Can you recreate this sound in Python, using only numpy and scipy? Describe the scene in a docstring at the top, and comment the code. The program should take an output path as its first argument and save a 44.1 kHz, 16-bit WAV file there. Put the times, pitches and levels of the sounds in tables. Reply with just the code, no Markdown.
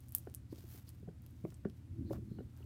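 """Kneading slime on a plastic lid

Two hands work soft slime, close up in a small room. Tiny surface bubbles snap, trapped air plops
out among wet smacks and squishes, and the sticky skin peels away with a fine crackle.
Toward the end the lid rumbles as the hands lift and press down again; an appliance hums behind."""
import sys
import numpy as np
from scipy import signal
from scipy.fft import rfft, irfft, next_fast_len
from scipy.io import wavfile

SR = 44100
rng = np.random.default_rng(int(sys.argv[2]) if len(sys.argv) > 2 else 0)


def inscribe(sig):
    """Save sig as 16-bit PCM at rate SR to the path in sys.argv[1].

    A 1-D sig is mono; a 2-D sig holds one channel per row.
    Samples are clipped to [-1, 1] before scaling.
    """
    pcm = np.round(np.clip(np.atleast_2d(sig).T, -1, 1) * 32767)
    wavfile.write(sys.argv[1], SR, pcm.astype(np.int16))


N = 116865


def snaps():
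    """A bubble film bursts: a few very high cycles over a small dull push."""
    # surface bubbles: (time [s], level before EQ [dB], pitch [Hz], push against ring [dB])
    bubbles = [(.0057, -43.5, 11700, -30), (.0849, -44, 10700, -28), (0.092, -40, 12800, -31.5),
               (0.108, -47, 11000, -30), (0.1225, -32, 13300, -38), (0.15, -8.5, 13320, -13.5),
               (.1632, -28, 12400, -25), (0.1838, -27.5, 12400, -34), (0.253, -53, 11100, -6.5),
               (.299, -52.5, 9700, 3), (.3412, -41, 14000, -1.5), (0.348, -24, 11550, -31),
               (0.5588, -60, 7840, 16), (.585, -62, 8000, 3), (.8761, -62, 14000, -16),
               (0.8914, -35.5, 11800, -8), (1.2205, -48.5, 13100, -20.5), (1.264, -43, 13600, 0),
               (1.3095, -53, 11700, -20), (1.504, -57.5, 8500, 13.5), (1.5432, -45, 8800, -32),
               (1.687, -59.5, 10000, -20), (1.699, -57.5, 5400, 13), (2.1328, -49.5, 5500, -12),
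               (2.5666, -55.5, 6850, -15), (2.5751, -51, 13500, -3), (2.5894, -68, 8800, 2)]
    # EQ on the snaps: (frequency [Hz], gain [dB])
    colour = [(1200, 3.5), (2050, -3.5), (3100, 4.5), (4200, -2), (5300, 3), (7000, 0), (8500, 1.5),
              (12000, -3), (14500, 0), (16000, -4)]
    push_hz, low_cut_hz = 1500, 750
    out, t = np.zeros(N), np.arange(SR // 100) / SR
    for s, db, hz, push_db in bubbles:
        ring = np.sin(2 * np.pi * hz * t) * swell(t, rise=.00013, t60=.00045)
        push = np.cos(2 * np.pi * push_hz * t) * fade(t, t60=.0001)
        add(out, s, amp(db) * (ring + amp(push_db) * push))
    return filtered(out, lambda f: amp(along(colour, f)) * 1j * f / (1j * f + low_cut_hz))


def plops():
    """An air pocket rings briefly, its pitch sagging as the slime closes over it."""
    # pockets squeezed out:
    # (time [s], level [dB], starting pitch [Hz], t60 [s], sag [share of pitch], overtone [dB])
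    pockets = [(.2705, -37.5, 436, 0.036, 0.43, -12.5), (.278, -43, 259, 0.044, 0.064, -20),
               (0.5256, -33, 319, .036, .25, -17.5), (.58, -51, 360, .033, 0.09, -13),
               (.638, -48, 354, 0.073, 0.062, -18), (.745, -52, 391, 0.042, .1, -12),
               (1.029, -40, 189, 0.018, 0.061, -6), (1.076, -37, 174.4, 0.047, .05, -11),
               (1.085, -40.5, 452, 0.03, 0.17, -19.5), (1.4406, -28.5, 190, 0.021, 0.12, -13),
               (1.4496, -29, 380, 0.032, .3, -33), (1.4505, -41.5, 652, 0.027, .15, -23),
               (1.522, -55, 403, 0.022, .1, -12), (1.6515, -40, 615, 0.013, 0.11, -7),
               (1.652, -25, 214, 0.044, 0.083, -4.5), (2.101, -36.5, 246, 0.057, .1, -20),
               (2.107, -30.5, 554, 0.048, 0.068, -30), (2.109, -26, 381, 0.02, 0.24, -34),
               (2.1323, -35, 670, 0.0083, 0.25, -14), (2.182, -33.5, 222, 0.034, 0.05, -11),
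               (2.314, -32.5, 199, 0.025, 0.13, -10), (2.386, -35, 210.5, 0.034, .15, -4.5),
               (2.405, -40, 452, 0.033, 0.23, -24), (2.604, -54, 400, 0.046, .1, -23)]
    rise_cycles, sag_s, overtone_ratio = .59, .016, 1.897
    out, t = np.zeros(N), np.arange(SR // 10) / SR
    for s, db, hz, t60, sag, overtone_db in pockets:
        pitch = hz * (1 - sag * (1 - np.exp(-t / sag_s)))
        phase = 2 * np.pi * np.cumsum(pitch) / SR
        note = np.sin(phase) + amp(overtone_db) * np.sin(overtone_ratio * phase)
        add(out, s, amp(db) * note * swell(t, rise_cycles / hz, t60) / np.sqrt(2))
    return out


def smacks():
    """Wet surfaces part: a short hollow note with a little splash around its pitch."""
    # lips of slime opening over a pocket: (time [s], level [dB], pitch [Hz], t60 [s], overtone [dB])
    partings = [(0.2713, -55.5, 1480, 0.013, -13), (.2715, -57, 777, 0.024, -40),
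                (.527, -58, 890, 0.012, -17), (1.0745, -56, 680, 0.029, -22.5),
                (1.087, -66.5, 1510, 0.017, -7.5), (1.4502, -52, 1090, 0.0061, -5),
                (1.522, -60.5, 1290, 0.0071, -13), (1.65, -43, 1430, 0.011, -39),
                (1.661, -62, 1600, .022, -30), (2.097, -61.5, 840, 0.012, -1.5),
                (2.11, -53, 1040, 0.01, -13), (2.1326, -47, 1206, 0.0083, -19),
                (2.3851, -60.5, 1430, 0.029, -9), (2.3858, -55.5, 790, 0.02, -28),
                (2.404, -62.5, 1520, 0.015, -18)]
    overtone_ratio, splash_db = 2.05, -10.5
    out, t = np.zeros(N), np.arange(SR // 20) / SR
    for s, db, hz, t60, overtone_db in partings:
        phase = 2 * np.pi * hz * t
        note = np.sin(phase) + amp(overtone_db) * np.sin(overtone_ratio * phase)
        splash = amp(splash_db) * band(len(t), hz, width=.5)
        add(out, s, amp(db) * (note + splash) * swell(t, rise=.00098, t60=t60))
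    return out


def peeling():
    """Skin rubs off the slime with a soft hiss while tiny threads let go in clumps."""
    # envelope of the peel: (time [s], level [dB])
    envelope = [(0, -75), (.05, -76.5), (.11, -79), (.14, -67), (.48, -91), (.52, -70), (.58, -65.5),
                (.62, -69), (.69, -67.5), (.72, -62), (.8, -66), (.84, -78), (.885, -67.5), (.92, -75),
                (1.03, -84), (1.21, -92.5), (1.225, -77), (1.33, -80.5), (1.42, -77.5), (1.52, -75),
                (1.62, -86), (1.755, -88), (1.77, -74.5), (1.82, -93), (2.07, -83), (2.135, -62),
                (2.2, -81), (2.54, -83.5), (2.58, -75), (2.65, -76)]
    # tone of the crackle and hiss: (frequency [Hz], relative level [dB])
    colour = [(300, 0.5), (1000, -4.5), (2200, -7), (5000, -5.5), (9000, -8.5), (12000, -6), (14700, -1.5),
              (16000, -9.5)]
    ticks_per_s, spread_db, rub_db = 1600, 4.5, -4
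    clumps_per_s, clump_db = 200, 2.5
    ticks = (rng.random(N) < ticks_per_s / SR) * rng.choice([-1, 1], N)
    ticks = ticks * amp(spread_db * rng.standard_normal(N))
    clump_index = np.arange(N) * clumps_per_s / SR
    clumps = amp(clump_db * np.interp(clump_index, np.arange(N), rng.standard_normal(N)))
    rub = amp(rub_db) * rng.standard_normal(N)
    return coloured(clumps * (unit(ticks) + rub), colour) * level(envelope)


def squishes():
    """Short bands of hiss: soft squishes, the fizz after the loud snap, and a tick's brief ring."""
    # bands of hiss: (peak time [s], length [s], level [dB], pitch [Hz], width [share of pitch])
    hisses = [(0.178, 0.031, -57.5, 12800, .25), (0.517, 0.02, -72, 4620, .28),
              (0.585, .008, -67.5, 5300, .84), (0.737, 0.08, -64, 13600, 0.49),
              (0.885, 0.017, -68, 4500, .4), (1.548, .005, -67, 8230, 0.073),
              (2.087, 0.039, -74.5, 4190, .12), (2.154, 0.028, -62.5, 790, 1.16),
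              (2.354, 0.098, -81.5, 4170, 0.15), (2.629, 0.0046, -68, 2750, .21),
              (2.61, 0.12, -76.5, 1000, 1)]
    out, t = np.zeros(N), np.arange(N) / SR
    for s, length, db, hz, width in hisses:
        envelope = np.exp(-2 * ((t - s) / length) ** 2)
        out += amp(db) * band(N, hz, width) * envelope
    return out


def lid():
    """The hands shake the low modes of the lid and give it a few soft pushes."""
    # resonances of the plastic: (frequency [Hz], width [Hz], relative level [dB])
    modes = [(75.3, 35, -0.5), (120, 19, -3), (235.5, 66, -5.5), (328.8, 20, -6.5)]
    # envelope of the rumble: (time [s], level [dB])
    envelope = [(1.86, -66), (1.91, -58), (1.96, -54), (2.0, -44), (2.09, -43.5), (2.17, -46),
                (2.27, -51.5), (2.38, -49.5), (2.47, -52.5), (2.55, -80), (2.65, -51.5)]
    # hands pressing down: (time [s], level [dB])
    pushes = [(1.905, -37.5), (1.988, -37), (2.063, -53), (2.081, -47)]

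    def body(f):
        return sum(amp(db) * np.abs(resonance(f, hz, 2 * width)) ** 3 for hz, width, db in modes)

    out = unit(filtered(rng.standard_normal(N), body)) * level(envelope)
    thud_hz, t = 89.4, np.arange(SR // 5) / SR
    thud = np.sin(2 * np.pi * thud_hz * t) * swell(t, rise=.0046, t60=.13)
    for s, db in pushes:
        add(out, s, amp(db) * thud)
    return out


def nearby(x):
    """Scatter off hands and lid, and smeared echoes from shelf and walls."""
    # early reflections: (delay [s], level [dB])
    echoes = [(.0042, -15), (0.013, -26.5)]
    scatter_db, t = -13.5, np.arange(SR // 10) / SR
    response = rng.standard_normal(len(t)) * fade(t, t60=.024)
    response *= amp(scatter_db) / np.linalg.norm(response)
    for s, db in echoes:
        smear = rng.standard_normal(len(t)) * fade(t, t60=.0043)
        add(response, s, amp(db) * smear / np.linalg.norm(smear))
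    return signal.fftconvolve(x, response)[:N]


def room(x, wet_db):
    """Diffuse tail of the small room, each band dying at its own rate."""
    # reverb time: (frequency [Hz], t60 [s])
    decay = [(150, .21), (1000, .1), (7000, 0.19), (14000, 0.05)]
    hz, t, noise = signal.stft(rng.standard_normal(SR // 2), SR, nperseg=256)
    tail = signal.istft(noise * fade(t, along(decay, hz)[:, None]), SR, nperseg=256)[1]
    return amp(wet_db) * signal.fftconvolve(x, tail / np.linalg.norm(tail))[:N]


def background():
    """An appliance's steady hum over the room's rumble and hiss."""
    # tones of the hum: (frequency [Hz], rms level [dB])
    tones = [(69, -69), (84, -58.5), (105, -64), (120, -58.5)]
    # room tone: (frequency [Hz], relative level [dB])
    room_tone = [(20, -58), (33, -17.5), (42, -2), (65, 2), (135, -1.5), (200, -5), (290, -6.5), (380, -23),
                 (500, -23), (800, -29.5), (2000, -33), (6000, -40.5), (9000, -40.5), (14500, -45),
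                 (16000, -49.5)]
    room_tone_db, t = -59.5, np.arange(N) / SR
    hum = sum(amp(db) * np.sqrt(2) * np.sin(2 * np.pi * (hz * t + rng.random())) for hz, db in tones)
    return hum + amp(room_tone_db) * coloured(rng.standard_normal(N), room_tone)


def amp(db):
    """Decibels to gain."""
    return 10 ** (np.asarray(db) / 20)


def unit(x):
    """Scale to rms 1."""
    return x / np.sqrt(np.mean(x ** 2) + 1e-20)


def along(points, hz):
    """Read (Hz, value) points on a log axis."""
    f, v = np.transpose(points)
    return np.interp(np.log(hz + 1), np.log(f + 1), v)


def level(points):
    """Gain per sample from (s, dB) points."""
    return amp(np.interp(np.arange(N) / SR, *np.transpose(points)))


def filtered(x, response):
    """Apply a frequency response."""
    size = next_fast_len(len(x) + 8192)
    return irfft(rfft(x, size) * response(np.fft.rfftfreq(size, 1 / SR)), size)[:len(x)]


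def coloured(x, spectrum):
    """EQ x with (Hz, dB) points and scale to rms 1."""
    return unit(filtered(x, lambda hz: amp(along(spectrum, hz))))


def resonance(f, hz, width):
    """Response of one damped resonance."""
    return 1j * f * width / (hz * hz - f * f + 1j * f * width)


def band(size, hz, width):
    """Noise of rms 1, passed twice through a resonance whose width is a share of its pitch."""
    return unit(filtered(rng.standard_normal(size), lambda f: resonance(f, hz, width * hz) ** 2))


def fade(t, t60):
    """Exponential decay, 60 dB down after t60 seconds."""
    return np.exp(-np.log(1000) * t / t60)


def swell(t, rise, t60):
    """Soft attack and exponential decay, peak 1; times in seconds."""
    shape = fade(t, t60) * (1 - np.exp(-(t / rise) ** 2))
    return shape / shape.max()


def add(track, s, sound):
    """Mix a sound into the track at s seconds."""
    part = track[max(round(s * SR), 0):][:len(sound)]
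    part += sound[:len(part)]


def scene():
    """Mono mix: snaps, plops and smacks ring in the room; the other layers stay dry."""
    clicks, pockets = snaps(), plops() + smacks()
    clicks = clicks + nearby(clicks) + room(clicks, wet_db=-11.5)
    pockets = pockets + room(pockets, wet_db=-9.5)
    slime = clicks + pockets + peeling() + squishes()
    return (slime + lid() + background())[None]


def record(dry):
    """Cut the deepest bass and roll the very top off steeply."""
    low_cut_hz, top_hz = 36, 16000
    x = signal.sosfilt(signal.butter(4, low_cut_hz, "high", fs=SR, output="sos"), dry[0])
    return filtered(x, lambda hz: 1 / np.sqrt(1 + (hz / top_hz) ** 120))[None]


dry = scene()
out = record(dry)
inscribe(out)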